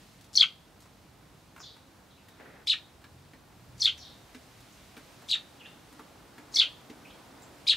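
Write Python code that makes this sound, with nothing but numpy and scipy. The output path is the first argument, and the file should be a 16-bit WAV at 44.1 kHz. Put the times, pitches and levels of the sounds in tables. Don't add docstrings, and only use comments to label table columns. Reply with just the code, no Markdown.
import sys
import numpy as np
from scipy import signal
from scipy.fft import rfft, irfft
from scipy.io import wavfile
from scipy.ndimage import uniform_filter1d, map_coordinates

SR = 44100
rng = np.random.default_rng(int(sys.argv[2]) if len(sys.argv) > 2 else 0)


def invert_db(level):
    return 10 ** (np.asarray(level, dtype=float) / 20)


def store_pcm(level_fs):
    pcm = np.round(np.clip(level_fs, -1, 1) * 32767).astype(np.int16)
    wavfile.write(sys.argv[1], SR, np.atleast_2d(pcm).T)


N = 342216

# (pitch [Hz], level [dB])
RUMBLE_COLOUR = [(20, -35), (34, -16), (48, -2), (62, -4.5), (80, -2.5), (130, -1.5), (200, -4.5),
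                 (400, -38)]
# (time [s], level [dB])
ROAD_LEVEL = [
    (0, -63.5),
    (1.3, -64.5),
    (1.7, -62.5),
    (2.3, -63),
    (3.5, -63),
    (4.8, -61),
    (5.7, -59.5),
    (6.85, -58),
    (7.76, -58),
]
# (pitch [Hz], level [dB])
ROAD_COLOUR = [(120, -13.5), (280, 1), (400, -4.5), (800, -5), (1500, -10.5), (2100, -17.5), (4000, -32)]
# (time [s], level [dB])
BREEZE_LEVEL = [
    (0, -65.5),
    (.37, -71),
    (3.5, -70.5),
    (4.3, -66),
    (5.1, -65),
    (6, -67.5),
    (7.76, -66),
]
# (pitch [Hz], level [dB])
LEAF_COLOUR = [(800, -14.5), (2000, 1.5), (4000, 1), (8000, -5.5), (13000, -11), (16000, -17)]
# (pitch [Hz], likeness [0 to 1])
LIKENESS = [(60, 1), (180, 0.87), (550, 0.62), (1650, 0.72), (4970, 0.63), (15000, 0.59)]

# (pitch [Hz], time to fall 60 dB [s])
WALL_DECAY = [(300, 0.091), (1500, 0.21), (3500, 0.15), (6000, 0.2), (12000, 0.089)]
# (pitch [Hz], time to fall 60 dB [s])
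YARD_DECAY = [(1000, .3), (4000, .48), (8000, 0.24)]
# (delay [s], level [dB])
FENCE_ECHOES = [(.0195, -14), (0.0077, -15.5)]

# (time [s], knock [dB], thud above the knock [dB], knock pitch [Hz])
CLAW_HOPS = [(.21, -53.5, -15.5, 2560), (.242, -55, -4, 937), (.803, -59, -9, 1770),
             (.821, -57, -18.5, 1045), (2.284, -48.5, -7.5, 1640), (3.977, -44.5, -9, 2588),
             (4.347, -41, 0, 2000), (4.604, -58, -15, 1110), (4.967, -39, -1, 1442), (4.975, -45, -9, 1170),
             (5.926, -48, 1, 1060), (6.38, -41, -4, 1390), (7.42, -52.5, -7.5, 830)]
# (time [s], knock [dB], thud above the knock [dB], knock pitch [Hz])
BEAK_PECKS = [(.855, -47.5, -12, 966), (1.562, -41.5, -15.5, 1080), (1.577, -43, -12, 840),
              (1.602, -42, -10, 1050), (1.765, -46.5, -7.5, 991), (3.016, -54.5, -18, 1240),
              (3.04, -42.5, -11, 1590), (3.334, -46.5, 1.5, 1700), (4.571, -55.5, -10, 1500),
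              (5.219, -43.5, -7.5, 820), (5.993, -39.5, -3.5, 1180), (6.898, -41.5, 6.5, 2160)]
# (pitch [Hz], level [dB], time to fall 60 dB [s])
BOARD_RING = [(255.5, -0.5, 0.095), (298.4, -6, 0.17), (434, -6, 0.1)]
# (multiple of the knock pitch, level per Hz [dB])
KNOCK_COLOUR = [(.35, -23.5), (.7, -6.5), (1.02, -2), (1.5, -6.5), (2.4, -11.5), (4.5, -28)]
# (pitch [Hz], level per Hz [dB])
SCRATCH_COLOUR = [(2000, -3.5), (4000, 5.5), (8000, 2), (14000, -3.5), (16000, -6.5)]

# (start [ms], from [Hz], to [Hz], peak [dB], share of the stroke spent gliding [0 to 1])
LONG_STROKES = [(-10, 8100, 6800, -43, .7), (12.5, 4000, 4400, -17, .7), (16.5, 5200, 6100, -11, .8),
                (24.5, 6200, 6000, -10.5, .6), (28.5, 5800, 4250, -4, 0.8), (39, 5000, 3350, -8.5, .45),
                (48.5, 3450, 3500, -13, .5), (57.5, 3450, 4400, -4, .85), (65.5, 5000, 3350, 0.5, .65),
                (77.5, 4200, 2050, -3, .7), (84, 2100, 3200, -4, 0.7514), (96, 3100, 2100, -5, .8)]
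# (start [ms], from [Hz], to [Hz], peak [dB], share of the stroke spent gliding [0 to 1])
SHORT_STROKES_A = [(15, 1850, 2300, -13, .6), (18.5, 2300, 4100, -14, .9), (27.06, 4100, 3900, -6, 0.91),
                   (34.01, 3900, 2250, -7, .9), (39, 2500, 3900, -2.5, .65), (49.02, 3800, 4200, -2.5, .7),
                   (54.17, 3700, 3150, -5, .9), (59, 2900, 3950, -5, .8), (63.5, 3950, 3400, -5, .7),
                   (66.9, 3650, 3720, -2.5, .5), (73.5, 3900, 1750, 0.5, .85)]
# (start [ms], from [Hz], to [Hz], peak [dB], share of the stroke spent gliding [0 to 1])
SHORT_STROKES_B = [(14.94, 3200, 3500, -18.5, .7), (20.015, 3500, 4900, -15.5, 0.599),
                   (30.32, 4500, 4850, -11.5, 0.57), (39.66, 3600, 4400, -2, 0.99),
                   (47.1, 4400, 3500, -3.5, .85), (54.9, 3500, 2750, -2.5, .8), (66.5, 2700, 1750, -5, .9),
                   (75, 1750, 1300, -6, .8)]
# (time [s], then effort at four even moments [dB])
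LONG_CHIRPS = [
    (.34, -3, -9, -10, -8),
    (3.786, -15, -14, -13.5, -15),
    (6.528, -11, -13.5, -13.5, -14),
]
# (time [s], then effort at four even moments [dB])
SHORT_CHIRPS = [
    (2.655, -12.5, -16, -16.5, -21),
    (5.27, -20, -21.5, -20, -20.5),
    (7.6519, -11.5, -13, -15, -20.5),
]
# (time [s], left over right [dB], overtones [dB], low notes [dB], wall echo [dB])
PERCH_TURNS = [
    (.34, 3.5, 0, -2, -9),
    (2.655, 2.5, 0.5, -2, -4.5),
    (3.7875, 1.9, 4, -1, -4),
    (5.2705, 2.47, 5, -4.5, -4),
    (6.528, 2, 4, -2.5, -1.5),
    (7.6525, 2.62, 1.5, -2.5, -5),
]
# (pitch [Hz], level [dB])
HALF_PITCH = [(2000, -28), (2500, -16.5), (3000, -19), (3400, -39), (4500, -21), (5500, -45.5)]
# (pitch [Hz], level [dB])
THROAT_PASS = [(1300, -18.5), (2100, -15), (2800, -3), (3500, 0.5), (4500, -0.5), (6200, -4.5)]
# (pitch [Hz], level per Hz [dB])
RASP_COLOUR = [(1500, -24), (3000, -8), (5000, 2.5), (6500, -1), (8000, -7), (10000, -10.5), (13000, -19),
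               (16000, -29)]

# (time [s], length [s], from [Hz], to [Hz], level [dB])
FAR_GLIDES = [
    (0, 0.0247, 5580, 6330, -4),
    (0.01, .028, 6000, 4310, -3),
    (0.029, .032, 4500, 3480, 0.5),
    (.056, .04, 3450, 4400, -2.5),
]
# (time [s], level [dB], length factor)
FAR_CHIRPS = [
    (1.588, -47, .9),
    (3.968, -48.5, 1.15),
]
# (time [s], length [s], from [Hz], to [Hz], level [dB])
FAINT_GLIDES = [
    (2.086, .039, 3700, 3300, -62.5),
    (2.153, .04, 2660, 2730, -65),
    (2.247, .05, 3980, 3600, -65.5),
    (2.29, .04, 3700, 3650, -73),
]
# (time [s], length [s], from [Hz], to [Hz], level [dB])
HEDGE_GLIDES = [(4.72, .02, 6500, 7000, -58), (5.592, 0.035, 3650, 2380, -50),
                (5.612, 0.0435, 2260, 2590, -54), (5.645, .028, 2513, 3332, -49),
                (5.65, 0.02685, 3270, 4123, -50), (5.65, .025, 1469, 2000, -54),
                (7.042, 0.0266, 3156, 2384, -51.5), (7.065, 0.036, 2414, 3300, -53),
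                (7.092, 0.029, 3200, 3490, -51.5), (7.096, 0.022, 3886, 4100, -60),
                (7.418, 0.024, 7600, 7300, -56)]

# (pitch [Hz], level per Hz [dB])
SCRAPE_COLOUR = [(250, -4.5), (500, -1.5), (1100, -10), (1800, -5), (2400, -11.5), (3200, -19),
                 (6000, -36.5)]
# (time [s], firing rate [Hz], level [dB])
CAR_PASS = [
    (2.6, 31.8, -86),
    (2.9, 35.17, -69.5),
    (3.15, 43.11, -55.5),
    (3.35, 49.08, -65),
    (3.45, 40.9, -68),
    (3.8, 39, -56),
    (4.3, 39, -70),
    (4.6, 37.6, -60.5),
    (5, 37.58, -101),
]
# (multiple of the firing rate, level [dB])
ENGINE_ORDERS = [(2, -1.5), (3, -1.5), (4, -14)]

LONG_END_MS, SHORT_END_MS = 106.7, 91
# start, full, fading, end [ms], level [dB]
LONG_AIR, SHORT_AIR = (-16, 30, 95, 112.5, -34), (8.5, 20, 78, 92, -30)


def unit(x):
    return x / np.sqrt(np.mean(x ** 2) + 1e-20)


def along(points, hz):
    f, v = np.transpose(points)
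    return np.interp(np.log(hz + 1), np.log(f + 1), v)


def curves(rows, t):
    s, *cols = np.transpose(rows)
    return [np.interp(t, s, c, left=c[0], right=c[-1]) for c in cols]


def wobble(rate, size):
    knots = rng.standard_normal(int(size * rate / SR) + 4)
    return map_coordinates(knots, [np.arange(size) * rate / SR])


def noise(spectrum, size, alike=None):
    hz = np.fft.rfftfreq(size, 1 / SR)
    colour = invert_db(along(spectrum, hz) - 60 * (hz < spectrum[0][0] / 2))
    a, b = rfft(rng.standard_normal((2, size))) * colour
    if alike is None:
        return unit(irfft(a, size))
    turn = np.arccos(np.clip(along(alike, hz), -1, 1)) / 2
    left = np.cos(turn) * a + np.sin(turn) * b
    right = np.cos(turn) * a - np.sin(turn) * b
    return unit(irfft([left, right], size))


def add(out, s, x):
    part = out[:, round(s * SR):][:, :x.shape[1]]
    part += x[:, :part.shape[1]]


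def echoed(x, decay, delay_s, alike):
    hz, t, z = signal.stft(rng.standard_normal((2, SR // 2)), SR, nperseg=128)
    fading = z * invert_db(-60 * t / along(decay, hz)[:, None])
    a, b = signal.istft(fading, SR, nperseg=128)[1]
    side = np.sqrt(np.clip((1 - alike) / (1 + alike), 0, 1))
    tail = np.array([a + side * b, a - side * b])
    tail = tail / np.sqrt(np.sum(tail ** 2) / 2)
    tail = np.pad(tail, ((0, 0), (round(delay_s * SR), 0)))
    return signal.fftconvolve(x[None], tail, axes=1)


def voice(hz, db, half_db, flutter, shiver_db):
    smooth_hz, smooth_db = uniform_filter1d(hz, size=45), uniform_filter1d(db, size=45)
    turn = 2 * np.pi * np.cumsum(smooth_hz * (1 + flutter * wobble(700, len(hz)))) / SR
    tone = np.sin(turn) + invert_db(half_db) * np.sin(turn / 2)
    return invert_db(smooth_db + shiver_db * wobble(450, len(hz))) * tone


def town():
    t = np.arange(N) / SR
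    (road_db,), (leaf_db,) = curves(ROAD_LEVEL, t), curves(BREEZE_LEVEL, t)
    pass_s, pass_lasts_s = 3.6, 0.4
    rumble_db = -61 + 2.5 * np.exp(-((t - pass_s) / pass_lasts_s) ** 2)
    rumble = invert_db(rumble_db + 0.81 * wobble(5, N)) * noise(RUMBLE_COLOUR, N, LIKENESS)
    road = invert_db(road_db + 3 + 0.68 * wobble(7, N)) * noise(ROAD_COLOUR, N, LIKENESS)
    leaves = invert_db(leaf_db + 5.5 + 0.393 * wobble(5, N)) * noise(LEAF_COLOUR, N, LIKENESS)
    return (rumble + road + leaves) * invert_db([[-.4], [.4]])


def motor_whine():
    t = np.arange(N) / SR
    stops_s, fade_db_per_s = 4.9, 80
    db = -83 - fade_db_per_s * np.clip(t - stops_s, 0, None)
    return invert_db(db + 1.5 * wobble(12, N)) * np.sin(2 * np.pi * 12769 * t)


def taps():
    out, t = np.zeros((2, N)), np.arange(SR // 6) / SR
    claw_db, beak_db = -54.5, -61.5
    contacts = [(*row, claw_db) for row in CLAW_HOPS] + [(*row, beak_db) for row in BEAK_PECKS]
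    for s, db, thud_db, knock_hz, scratch_db in contacts:
        scratch = invert_db(scratch_db - db - 60 * t / 0.06) * noise(SCRATCH_COLOUR, len(t))
        knock = invert_db(-4.5 - 60 * t / .06) * noise(np.multiply(KNOCK_COLOUR, (knock_hz, 1)), len(t))
        ring = sum(invert_db(level + rng.normal(0, 0.86) - 60 * t / t60) * np.sin(2 * np.pi * hz * t)
                   for hz, level, t60 in BOARD_RING)
        thud = invert_db(thud_db) * (1 - np.exp(-t / .004)) * ring
        x = invert_db(db - 1) * (1 - np.exp(-t / .0007)) * (scratch + knock + thud)
        add(out, s, np.array([x, x]))
        add(out, s, invert_db(-5.0) * echoed(x, WALL_DECAY, delay_s=0.0035, alike=0.74))
    return out


def strokes(rows, end_ms, ms):
    bend = .9
    dip_db, break_db_per_octave, edge_db = 6, 40, 22
    start, from_hz, to_hz, db, share = np.transpose(rows)
    edges = np.append(start, end_ms)
    k = np.clip(np.searchsorted(edges, ms) - 1, 0, len(start) - 1)
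    u = np.clip((ms - start[k]) / np.diff(edges)[k], 0, 1)
    peak = np.clip(share, .05, .95)[k]
    glide = (1 - np.cos(np.pi * np.minimum(u / peak, 1) ** bend)) / 2
    hz = from_hz[k] + (to_hz - from_hz)[k] * glide
    jump_octaves = np.abs(np.log2(from_hz[1:] / to_hz[:-1]))
    joints = (db[1:] + db[:-1]) / 2 - dip_db - break_db_per_octave * jump_octaves
    lows = np.r_[db[0] - edge_db, joints, db[-1] - edge_db]
    rise = (1 - u / peak) ** 2 * (lows[k] - db[k])
    fall = ((u - peak) / (1 - peak)) ** 2 * (lows[k + 1] - db[k])
    return hz, db[k] + np.where(u < peak, rise, fall) + along(THROAT_PASS, hz)


def long_chirp(ms):
    hz, db = strokes(LONG_STROKES, LONG_END_MS, ms)
    return voice(hz, db, along(HALF_PITCH, hz) + 5 * wobble(150, len(ms)), flutter=.018, shiver_db=2.6)


def short_chirp(ms):
    hz_a, db_a = strokes(SHORT_STROKES_A, SHORT_END_MS, ms)
    hz_b, db_b = strokes(SHORT_STROKES_B, SHORT_END_MS, ms)
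    half_a = voice(hz_a, db_a, -60, flutter=.025, shiver_db=2.2)
    half_b = voice(hz_b, db_b, -60, flutter=.025, shiver_db=2.2)
    return half_a + half_b


def breath(air, ms):
    start, full, fading, end, db = air
    hiss = start + 0.17 * (full - start)
    return db - np.interp(ms, [start, hiss, full, fading, end], [45, 19, 0, 5, 27])


def overtones(x):
    swing = np.abs(signal.hilbert(x))
    square = x * x / (uniform_filter1d(swing, size=300) + 1e-4) * invert_db(5 * wobble(900, len(x)))
    return signal.sosfilt(signal.butter(4, 5000, "high", fs=SR, output="sos"), square)


def shaded(x, low_db):
    hz = np.fft.rfftfreq(len(x), 1 / SR)
    return irfft(rfft(x) * invert_db(low_db * np.clip((3300 - hz) / 600, 0, 1)), len(x))


def sparrow():
    lead_s = .015
    out, ms = np.zeros((2, N)), 1000 * (np.arange(SR // 7) / SR - lead_s)
    kinds = ((long_chirp, LONG_STROKES[0][0], LONG_END_MS, LONG_CHIRPS, LONG_AIR, -36),
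             (short_chirp, SHORT_STROKES_A[0][0], SHORT_END_MS, SHORT_CHIRPS, SHORT_AIR, -30))
    for chirp, begin, end, calls, air, over_db in kinds:
        for s, *effort_db in calls:
            x = chirp(ms)
            pan_db, aim_db, low_db, echo_db = curves(PERCH_TURNS, s)
            rasp_db = aim_db + breath(air, ms) + 3.7 * wobble(300, len(ms))
            rasp = invert_db(rasp_db) * noise(RASP_COLOUR, len(ms))
            sounding = (ms > begin) & (ms < end)
            x = sounding * (x + invert_db(over_db + aim_db) * overtones(x)) + (ms < air[-2]) * rasp
            effort = invert_db(np.interp(ms, np.linspace(15, end - 12, len(effort_db)), effort_db))
            x = shaded(x, low_db) * effort
            s = s - lead_s
            for delay, db in FENCE_ECHOES:
                bounce = invert_db(db + rng.normal(0, 1.0, (2, 1))) * x
                add(out, s + delay + rng.normal(0, 0.00046), bounce)
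            add(out, s, x * invert_db([[pan_db / 2], [-pan_db / 2]]))
            add(out, s, invert_db(echo_db) * echoed(x, WALL_DECAY, delay_s=.002, alike=0.88))
            add(out, s, invert_db(echo_db - 21.5) * echoed(x, YARD_DECAY, delay_s=0.023, alike=.6))
    return out


def far_sparrows():
    out = np.zeros((2, N))
    yards = [(s + slow * after, slow * length, from_hz, to_hz, call_db + db)
             for s, call_db, slow in FAR_CHIRPS
             for after, length, from_hz, to_hz, db in FAR_GLIDES]
    yards = yards + list(FAINT_GLIDES)
    places = ((yards, -12, 1.5, .1), (HEDGE_GLIDES, -3.5, -4.5, .075))
    for glides, direct_db, echo_db, flutter in places:
        for s, length, from_hz, to_hz, db in glides:
            u = np.linspace(0, 1, round(length * SR))
            hz = from_hz + (to_hz - from_hz) * u
            x = np.sin(np.pi * u) * voice(hz, db + 0 * u, -30, flutter=flutter, shiver_db=4.5)
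            add(out, s, invert_db(direct_db) * np.array([x, x]))
            add(out, s, invert_db(echo_db) * echoed(x, YARD_DECAY, delay_s=0.0035, alike=0.77))
    return out


def scrape():
    t = np.arange(N) / SR
    start_s, attack_s, hold_s, release_s = 2.37, .03, .18, .06
    corners = start_s + np.cumsum([0, attack_s, hold_s, release_s])
    inside = (t > corners[0]) & (t < corners[-1])
    db = -51 - np.interp(t, corners, [20, 0, 5.5, 9])
    jerks = unit(invert_db(1.4 * wobble(98, N)))
    return inside * invert_db(db) * jerks * noise(SCRAPE_COLOUR, N, LIKENESS)


def car():
    t = np.arange(N) / SR
    hz, db = curves(CAR_PASS, t)
    turn = 2 * np.pi * np.cumsum(hz * (1 + 0.022 * wobble(14, N))) / SR
    return sum(invert_db(db + level + 3 * wobble(8, N)) * np.sin(round(k) * turn) for k, level in ENGINE_ORDERS)


def scene():
    return town() + motor_whine() + taps() + sparrow() + far_sparrows() + scrape() + car()


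def band_limit(x):
    return signal.sosfilt(signal.butter(12, 15990, fs=SR, output="sos"), x)


def record(dry):
    top_hz = 15740
    kept = irfft(rfft(dry) * (np.fft.rfftfreq(N, 1 / SR) < top_hz), N)
    return band_limit(kept)


dry = scene()
out = record(dry)
store_pcm(out)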